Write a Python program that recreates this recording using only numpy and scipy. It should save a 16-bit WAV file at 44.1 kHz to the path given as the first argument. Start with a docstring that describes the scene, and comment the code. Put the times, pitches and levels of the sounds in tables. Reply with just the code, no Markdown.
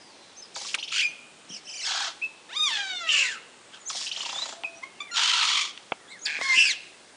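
"""A colony of birds in palm crowns, a few metres from a small mono microphone, over a hush of filtered noise.
Whistles (gliding harmonics) open; from 0.5 s come trills (pitch and level swung together), low clucks, rising
chips and bill snaps (noise bursts in one resonance). A long squeal at 2.5 s arches up and slides down; a run
of chips and clucks follows near 4 s, then short squeals, more snaps and a last shriek at 6.5 s.
Fronds and trunks scatter a short echo of every call, by convolution with decaying noise."""
import sys
import numpy as np
from scipy import signal
from scipy.fft import rfft, irfft, next_fast_len
from scipy.io import wavfile
from scipy.ndimage import uniform_filter1d

SR = 44100
rng = np.random.default_rng(int(sys.argv[2]) if len(sys.argv) > 2 else 0)


def store_pcm(level_fs):
    """Save levels as 16-bit WAV."""
    pcm = np.round(np.clip(level_fs, -1, 1) * 32767).astype(np.int16)
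    wavfile.write(sys.argv[1], SR, np.atleast_2d(pcm).T)


N = 315756


def undb(db):
    """Decibel definition: amplitude ratio of a level in dB."""
    return 10 ** (np.asarray(db) / 20)


def colour_db(points, hz):
    """Spectral envelope: level through (Hz, dB) points, straight on a log-frequency axis."""
    point_hz, point_db = np.transpose(points)
    return np.interp(np.log(np.maximum(hz, 1)), np.log(point_hz), point_db)


def unit(x):
    """Power normalisation: scales to an rms of 1."""
    return x / np.sqrt(np.mean(x ** 2))


def crest(x):
    """Peak normalisation: scales to a peak of 1."""
    return x / np.max(np.abs(x))


def wander(n, hz):
    """Band-limited random modulation: drift between -1 and 1, changing about hz times a second."""
    k = max(int(SR / hz), 1)
    noise = rng.standard_normal(n + 4 * k)
    drift = uniform_filter1d(uniform_filter1d(noise, k), k)[2 * k:2 * k + n]
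    return np.tanh(np.sqrt(k) * drift)


def add(out, start_s, x):
    """Superposition: sums a sound into the scene from its start time."""
    i = int(start_s * SR)
    out[i:i + len(x)] += x[:N - i]


# Leaves and distance: relative spectrum of the noise. Each row: frequency in Hz, level in dB per Hz.
HUSH = [(12, -70.5), (20, -27), (117, -8), (191, -2.5), (235, -1.5), (375, 1), (882, -1), (953, -2),
        (1970, -5.5), (2690, -6.5), (3580, -5.5), (4180, -7), (9840, -12.5), (12800, -60), (21600, -120)]
HUSH_DB = -52  # rms level


def hush():
    """Filtered noise: leaves and distance, in half-octave bands whose levels flicker independently."""
    n = next_fast_len(N)
    f = np.arange(n // 2 + 1) * SR / n
    noise = rfft(rng.standard_normal(n)) * undb(colour_db(HUSH, f))
    edges_hz = np.r_[0, 100 * 2 ** np.arange(0, 7, .5), SR]
    total = np.zeros(N)
    for low_hz, high_hz in zip(edges_hz, edges_hz[1:]):
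        band = irfft(noise * (f >= low_hz) * (f < high_hz), n)[:N]
        total += band * undb(2.3 * wander(N, 3.36))
    return unit(total) * undb(HUSH_DB)


FADE_S = 0.0017  # soft edges of every call
ONSET_DB, RELEASE_DB = -16, -18  # at the very start, below the held level; at the very end, below the hold's end


def phrase(start_s, attack_s, hold_s, release_s, onset_hz, held_hz, end_hz, db, swell_db, bend):
    """Envelope and glide: level rises, swells or sags, drops; pitch slides to its hold, then bends away."""
    knots = np.cumsum([0, attack_s, hold_s, release_s])
    t = np.arange(0, knots[-1], 1 / SR)
    # a bend of 1 glides straight, more leaves the held pitch later
    late = np.clip((t - attack_s) / (hold_s + release_s), 0, 1) ** bend
    hz = np.interp(t, knots[:2], [onset_hz, held_hz]) + (end_hz - held_hz) * late
    level_db = db + np.interp(t, knots, [ONSET_DB, 0, swell_db, swell_db + RELEASE_DB])
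    edge = np.clip(np.minimum(t, knots[-1] - t) / FADE_S, 0, 1)
    return start_s, t, edge, hz, level_db


def notes(rows, release_s, bend):
    """Common articulation: phrases that share one release and one bend."""
    return [phrase(start_s, attack_s, hold_s, release_s, *rest, bend)
            for start_s, attack_s, hold_s, *rest in rows]


def syrinx(hz, overtones_db, flicker_db=0, flicker_hz=25):
    """Harmonic source: additive synthesis on a moving pitch, each harmonic flickering on its own."""
    phase = 2 * np.pi * np.cumsum(hz) / SR
    total = np.zeros(len(hz))
    for k, db in enumerate(overtones_db, 1):
        gain = undb(db + flicker_db * wander(len(hz), flicker_hz))
        # harmonics fade out from 1/4 to 3/8 of the sample rate, against aliasing
        gain = gain * np.clip(3 - 8 * k * hz / SR, 0, 1)
        total += gain * np.sin(k * phase + k * k)
    return np.sqrt(2) * total


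def resonate(x, peaks, slope=None):
    """Resonance: a spectrum boosted by (Hz, width Hz, boost dB) peaks and a (Hz, dB) slope."""
    f = np.arange(len(x) // 2 + 1) * SR / len(x)
    db = sum(boost_db / (1 + (2 * (f - hz) / width_hz) ** 2) for hz, width_hz, boost_db in peaks)
    if slope:
        db = db + colour_db(slope, f)
    return irfft(rfft(x) * undb(db), len(x))


# Broad colour of the vocal tract. Each row: frequency in Hz, level in dB.
THROAT = [(400, -35), (700, -4), (1000, -1.5), (2000, -0.5), (4500, 1), (7000, -6.5), (8500, -14.5),
          (10500, -22.5)]
# Resonances of the windpipe. Each row: centre in Hz, width in Hz, boost in dB.
BEAK = [(1440, 1800, 1.5), (3350, 840, 3), (6500, 610, 2)]


def throat(x, bill=()):
    """Source-filter principle: windpipe and bill shape a call, brought to an rms of 1."""
    return unit(resonate(x, [*BEAK, *bill], THROAT))


def steady_voices(out, calls, overtones, bill, waver, flicker_db, breath_db):
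    """Harmonic source plus turbulence: nearly steady pitches that waver, with some air escaping."""
    for (start_s, t, edge, hz, db), overtones_db in zip(calls, overtones):
        n = len(t)
        hz = hz * (1 + waver * wander(n, 200))
        breath_gain = undb(breath_db + 8.3 * wander(n, 20))
        breath = breath_gain * throat(rng.standard_normal(n))
        voice = resonate(syrinx(hz, overtones_db, flicker_db, flicker_hz=54.0), bill)
        level = undb(db + 1.5 * wander(n, 150))
        add(out, start_s, edge * level * (voice + breath))


# Clean whistles. Each row: start in seconds, attack in seconds, hold in seconds, onset pitch in Hz,
# held pitch in Hz, end pitch in Hz, level in dB, swell over the hold in dB.
WHISTLES = [ (0.0, .005, 0.15, 5074, 5090, 4000, -61, 2.5), (0.15, .03, .14, 3917, 4122, 4038, -58, -1),
            (0.355, .02, .035, 4831, 6231, 6130, -44, -4), (0.42, .004, 0.035, 5250, 5240, 4450, -44, -9.5),
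            (1.055, .004, .04, 6113, 6113, 6200, -47, -3), (2.215, 0.011, 0.039, 2410, 2574, 2575, -24, -8),
            (3.8, 0.0067, 0.044, 6890, 6960, 6564, -57, -6), (3.853, 0.013, .02, 6409, 6300, 7600, -35, -2),
            (4.31, 0.038, 0.09, 3530, 3437, 4130, -33.5, -1.5), (4.55, 0.019, .23, 678, 675, 663, -56, -2),
            (4.642, .006, .05, 2490, 2498, 2539, -23.5, -28.5),
            (4.745, .032, .01, 5555, 5904, 6076, -47.5, -11),
            (4.95, 0.052, .11, 2960, 2570, 1830, -52, 4.5), (6.0, .004, .074, 1964, 1950, 1609, -58, -2),
            (6.085, 0.036, 0.06, 1900, 2223, 1550, -44.5, -8),
            (6.19, .003, .016, 6646, 6600, 6646, -46, -20),
            (6.212, 0.0065, .04, 6250, 6380, 7800, -42.5, -1), ]
# Whistle spectrum. Each entry: level of one harmonic in dB, from the fundamental up.
WHISTLE_OVERTONES = [0, -30.5, -39]
WHISTLE_RELEASE_S, WHISTLE_BEND = .008, 1.3


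def whistles(out):
    """Near-sinusoidal tone: a strong fundamental with weak overtones and faint breath."""
    calls = notes(WHISTLES, WHISTLE_RELEASE_S, WHISTLE_BEND)
    steady_voices(out, calls, [WHISTLE_OVERTONES] * len(WHISTLES), [],
                  waver=0.025, flicker_db=2.5, breath_db=-31)


def tail(t60_s, gap_s, db):
    """Exponential decay: noise as dense scattered echoes, silent during the first gap."""
    t = np.arange(SR) / SR
    echoes = rng.standard_normal(SR) * 1000 ** (-t / t60_s) * (t > gap_s)
    return undb(db) * unit(echoes) / np.sqrt(SR)


# fronds around the nests
NEAR_T60_S, NEAR_DB, NEAR_GAP_S = 0.09, -4.5, .003
# trunks; the level is before the band filter
GROVE_T60_S, GROVE_DB, GROVE_GAP_S, GROVE_TOP_HZ = 0.66, -13.5, 0.017, 5050


def grove(x):
    """Convolution with an impulse response: quick echoes off the fronds, a dull tail from the trunks."""
    dull = signal.butter(1, [500, GROVE_TOP_HZ], "band", fs=SR, output="sos")
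    fronds = tail(NEAR_T60_S, NEAR_GAP_S, NEAR_DB)
    trunks = signal.sosfilt(dull, tail(GROVE_T60_S, GROVE_GAP_S, GROVE_DB))
    return signal.fftconvolve(x, fronds + trunks)[:N]


# Trilled and rasping calls. Each row: voice name, swing rate in Hz, start in seconds, attack in seconds,
# hold in seconds, release in seconds, onset pitch in Hz, held pitch in Hz, end pitch in Hz, level in dB,
# swell over the hold in dB.
TRILLS = [ ("dive", 51, .541, .003, .018, .004, 7900, 7900, 1020, -34.5, -10),
          ("rasp", 51, .552, .008, .175, .008, 2633, 2600, 2350, -39, -1),
          ("warble", 48, 0.913, 0.01205, .085, .025, 1810, 1850, 2150, -31, 8.5),
          ("pipe", 49.5, 1.003, 0.0218, .03, 0.031, 1900, 2480, 2390, -23.5, -2),
          ("twitter", 37, 1.482, .022, .06, .035, 3056, 3020, 2030, -41, 1),
          ("chatter", 25.7, 1.645, .035, .205, .025, 2900, 2782, 1315, -40, 7.8),
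          ("low warble", 30, 1.832, .07, .17, .055, 1087, 1083, 860, -30, -1.1),
          ("scold", 58, 2.67, .07, .04, 0.085, 1700, 1700, 1710, -33.5, -1),
          ("screech", 103.5, 3.065, 0.0249, .13, .08, 2583, 2845, 2540, -23.5, 0.5),
          ("thin rasp", 65, 3.07, .06, .11, .12, 1800, 1795, 1516, -30.5, -2),
          ("wail", 63.5, 3.13, .03, .1, .125, 2670, 2540, 1230, -30.5, 0.46),
          ("scold", 76, 3.722, .023, .005, .04, 1405, 1445, 1350, -43, -1),
          ("dive", 45, 3.888, .002, .014, 0.00399, 7500, 7500, 915, -26.5, -12.5),
          ("rasp", 46, 3.892, 0.0081, .165, .065, 2233, 2200, 2050, -35.5, -2),
          ("thin rasp", 31, 4.1, 0.039, .35, 0.094, 2207, 2205, 2190, -44, 2.9),
          ("squawk", 50.3, 5.138, .035, .44, .1, 1350, 1140, 1120, -22.5, -4),
          ("flutter", 76, 6.078, .03, .03, .008, 3280, 3900, 3950, -44.5, -2),
          ("dive", 68, 6.247, .013, 0.0039, .012, 7000, 4400, 2900, -24, -1),
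          ("buzz", 153, 6.25, .015, .12, 0.009, 823, 835, 810, -32, -5.5),
          ("croak", 57.5, 6.38, .04, .275, 0.0125, 1703, 1709, 1620, -35.5, 2),
          ("shriek", 234.5, 6.515, .065, .132, .025, 2200, 2690, 1300, -18.5, -5.5), ]
# Voices by name. Each row: level swing in dB, harmonic slope in dB per octave, bill resonance in Hz,
# its boost in dB, pitch swing in octaves at start and at end, roughness in octaves of random pitch
# at start and at end, bend of the glide (no unit).
VOICES = { "dive": (1, -7.5, 1000, -6, 0.04, 0.07, 0.13, 0.2, 1.1),
          "rasp": (.9, 7.2, 5250, 3.7, .09, 0.132, .4, .55, 1.2),
          "thin rasp": (1.5, 2.7, 7330, 10.3, .06, .08, .55, .57, 1.8),
          "warble": (.1, 2.4, 2840, 10.7, .52, .36, 0.242, 0.204, 1.3),
          "pipe": (.1, 2.2, 2400, 16.6, 0.056, .005, 0.083, .03, 1.12),
          "twitter": (1.2, 2.5, 5330, 11.6, .05, .14, 0.12, 0.076, 1.6),
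          "chatter": (.6, 3.3, 5540, 8, 0.0804, .33, 0.081, .12, 2.8),
          "low warble": (.5, -.5, 2252, -6, .56, 0.53, 0.2, 0.35, 3.0),
          "scold": (2.5, -1, 2999, 8.5, 0, .06, 0.44, 0.24, 1.1),
          "screech": (1.5, -14.5, 7200, 0, 0.04, .08, 0.16, 0.06, 1.2),
          "wail": (0, -9, 1998, -0.5, 0.13, 0, .12, .14, 1.14),
          "squawk": (2.7, 0.63, 3110, 5.6, .33, .07, .4, .22, 1.1),
          "flutter": (3.5, -4, 3998, -13.5, .02, 0.1, .05, .05, 1),
          "buzz": (6.9, 3, 2120, 25.6, 0.041, 0.046, .13, .18, 1.09),
          "shriek": (.5, 3, 2800, 11.8, .11, 0.021, .15, .03, 3.5),
          "croak": (1.4, 5.6, 1760, 11, .025, .025, .23, 0.191, 1.9), }
BILL_WIDTH_HZ = 1050


def trills(out):
    """Frequency and amplitude modulation: a second oscillator and the membrane's unrest bend the pitch."""
    octave_of_harmonic = np.log2(np.arange(1, 11))
    for voice, swing_hz, *call in TRILLS:
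        swing_db, slope_db, bill_hz, bill_db, *ends, bend = VOICES[voice]
        start_s, t, edge, hz, db = phrase(*call, bend)
        n = len(t)
        octaves, rough = np.linspace(ends[::2], ends[1::2], n, axis=1)
        # the swing lingers at both ends of its travel
        swing = np.tanh(2.5 * np.cos(2 * np.pi * swing_hz * t))
        hz = hz * 2 ** (octaves * swing + rough * wander(n, 1500))
        grain_db = swing_db * swing + 4 * np.tanh(4 * rough) * wander(n, 330)
        source = syrinx(hz, slope_db * octave_of_harmonic, flicker_db=4, flicker_hz=120)
        shaped = throat(source, [(bill_hz, BILL_WIDTH_HZ, bill_db)])
        add(out, start_s, edge * undb(db + grain_db) * shaped)


# Low clucks. Each row: start in seconds, peak level in dB.
CLUCKS = [(0.561, -27.5), (0.612, -34), (0.649, -32.5), (0.776, -35.5), (3.901, -26), (3.949, -30.5),
          (4.009, -36.5), (4.171, -34.5), (4.201, -34), (4.23, -31), (4.259, -28), (4.291, -29),
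          (4.327, -26.5), (4.358, -29), (4.386, -29.5), (4.42, -29.5), (4.456, -28.5), (4.488, -31),
          (4.524, -30.5)]
# Shape of one cluck: start pitch in Hz, end pitch in Hz, length in seconds.
CLUCK = (1100, 670, 0.0179)


def clucks(out):
    """Falling glide: short low grunts whose pitch sags under fast random modulation."""
    high_hz, low_hz, length_s = CLUCK
    t = np.arange(0, length_s, 1 / SR)
    envelope = np.minimum(t / 0.0015, 1) * (1 - t / length_s)
    for start_s, db in CLUCKS:
        glide_hz = np.interp(t, [0, length_s], [high_hz, low_hz])
        hz = glide_hz * (1 + 0.398 * wander(len(t), 1100))
        grunt = syrinx(hz, [5.5, -25, -30, -32, 4])
        add(out, start_s, undb(db) * crest(envelope * grunt))


# Rising chips. Each row: start in seconds, peak level in dB.
CHIPS = [(0.685, -31), (0.7841, -26), (0.826, -23), (0.8755, -27.5), (0.9044, -31), (4.0128, -28.5),
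         (4.0655, -23.5), (4.1124, -21.5), (4.1607, -22.5), (4.2044, -22), (4.249, -24), (4.2896, -25.5)]
# Shape of one chip: start pitch in Hz, end pitch in Hz, rise in seconds, length in seconds.
CHIP = (2450, 5500, .022, 0.035)


def chips(out):
    """Rising glide: an upward sweep over a gritty, randomly modulated buzz held near 2900 Hz."""
    low_hz, high_hz, rise_s, length_s = CHIP
    t = np.arange(0, length_s, 1 / SR)
    envelope = np.minimum(t / 0.0028, 1) * np.exp(-t / 0.015)
    for start_s, db in CHIPS:
        glide_hz = np.interp(t, [0, rise_s], [low_hz, high_hz])
        sweep = syrinx(glide_hz * (1 + 0.082 * wander(len(t), 900)), [0, -18])
        buzz = syrinx(2900 * (1 + 0.164 * wander(len(t), 1190)), [-1.5, -12])
        add(out, start_s, undb(db) * crest(envelope * (sweep + buzz)))


# Bill snaps and knocks on wood. Each row: start in seconds, peak level in dB, centre in Hz,
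# width in octaves, decay time to -60 dB in seconds.
SNAPS = [(0.743, -13, 2750, 0.38, 0.022), (0.7468, -11.5, 2040, 1.27, 0.031), (1.502, -37, 201, 0.22, 0.24),
         (4.636, -20, 2700, 0.18, 0.011), (4.637, -28.5, 940, 0.34, 0.028),
         (5.776, -25.5, 2040, 0.82, 0.014), (5.92, -15.5, 720, 0.66, 0.02), (5.9204, -18, 2640, 0.2, 0.015),
         (6.389, -31, 610, 1, 0.088), (6.413, -16.5, 1010, 1.13, 0.019), (6.573, -34.5, 303, 0.46, 0.029)]


def snaps(out):
    """Impulsive excitation: a sudden noise burst in one resonance, decaying exponentially."""
    n = 4096
    t = np.arange(n) / SR
    f = np.maximum(np.arange(n // 2 + 1) * SR / n, 1)
    for start_s, db, centre_hz, octaves, t60_s in SNAPS:
        resonance = np.exp(-.5 * (np.log2(f / centre_hz) / octaves) ** 2)
        ring = irfft(rfft(rng.standard_normal(n)) * resonance)
        envelope = np.minimum(t / 0.00022, 1) * 1000 ** (-t / t60_s)
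        add(out, start_s, undb(db) * crest(ring * envelope))


def columns(rows):
    """Piecewise-linear contour: a curve read at every sample of the call, with soft edges."""
    time_s, *curves = np.transpose(rows)
    t = np.arange(time_s[0], time_s[-1], 1 / SR)
    edge = np.clip(np.minimum(t - time_s[0], time_s[-1] - t) / FADE_S, 0, 1)
    return (time_s[0], t - time_s[0], edge, *(np.interp(t, time_s, curve) for curve in curves))


# The long squeal arches up and slides slowly down. Each row: time in seconds, pitch in Hz,
# level in dB before overtones and bill.
LONG_SQUEAL = [(2.49, 553.4, -56.5), (2.546, 1021, -46), (2.57, 1227, -40.5), (2.64, 1240, -33.5),
               (2.678, 1136, -35), (2.71, 908.4, -37.5), (2.776, 823, -40), (2.96, 722.5, -43),
               (3.24, 518.7, -50), (3.38, 423, -65)]
# Short squeals. Each row: start in seconds, attack in seconds, hold in seconds, onset pitch in Hz,
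# held pitch in Hz, end pitch in Hz, level in dB before overtones and bill, swell over the hold in dB.
SQUEALS = [(4.825, 0.013, .012, 990, 1084, 1130, -33.5, -13.5),
           (5.002, .004, .03, 1160, 1166, 1200, -39, -17.5), (5.11, 0.0066, .035, 1360, 1409, 1324, -52, 1),
           (6.405, 0.0202, .12, 956, 1085, 1010, -31, 5)]
# Squeal spectra. Each row: one squeal, the long one first, as level of each harmonic in dB.
SQUEAL_OVERTONES = [
    [-11.5, -6.5, -3, -4, -5.5, -7.5, -10.5, -9.5, -12, -13, -11],
    [-9.5, -4, -15.5, -25, -29, -34],
    [-4, 4.5, -6.5, -5, -18, -6],
    [5.5, 7, 8.8, 5, 6.5],
    [-16, 1, -28, -13.5, -14.5, -26, -30],
]
# Resonances and a dip of windpipe and bill. Each row: centre in Hz, width in Hz, boost in dB.
SQUEAL_BILL = [(1410, 1070, 8), (3630, 400, 12), (5030, 290, -1.5), (8920, 1800, -15)]
SQUEAL_RELEASE_S, SQUEAL_BEND = 0.0243, 2.5


def squeals(out):
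    """Source-filter principle: strong harmonics and breath, the harmonics coloured by windpipe and bill."""
    calls = [columns(LONG_SQUEAL), *notes(SQUEALS, SQUEAL_RELEASE_S, SQUEAL_BEND)]
    steady_voices(out, calls, SQUEAL_OVERTONES, SQUEAL_BILL,
                  waver=0.0143, flicker_db=5, breath_db=-14.0)


def scene():
    """Superposition: calls and snaps, their scattered echoes and the hush."""
    birds, near = np.zeros(N), np.zeros(N)
    whistles(birds)
    trills(birds)
    clucks(birds)
    chips(birds)
    snaps(near)
    squeals(birds)
    # the snaps lose their deep bass below about 170 Hz
    near = signal.sosfilt(signal.butter(2, 170, "high", fs=SR, output="sos"), near)
    # the snaps are close to the microphone and excite the grove less
    echoes = grove(birds + undb(-14.0) * near)
    return (birds + near + echoes + hush())[None]


TOP_HZ = 9900


def record(dry):
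    """Low-pass filtering: the microphone chain cuts the top steeply."""
    return signal.sosfilt(signal.ellip(8, .2, 45, TOP_HZ, fs=SR, output="sos"), dry)


dry = scene()
out = record(dry)
store_pcm(out)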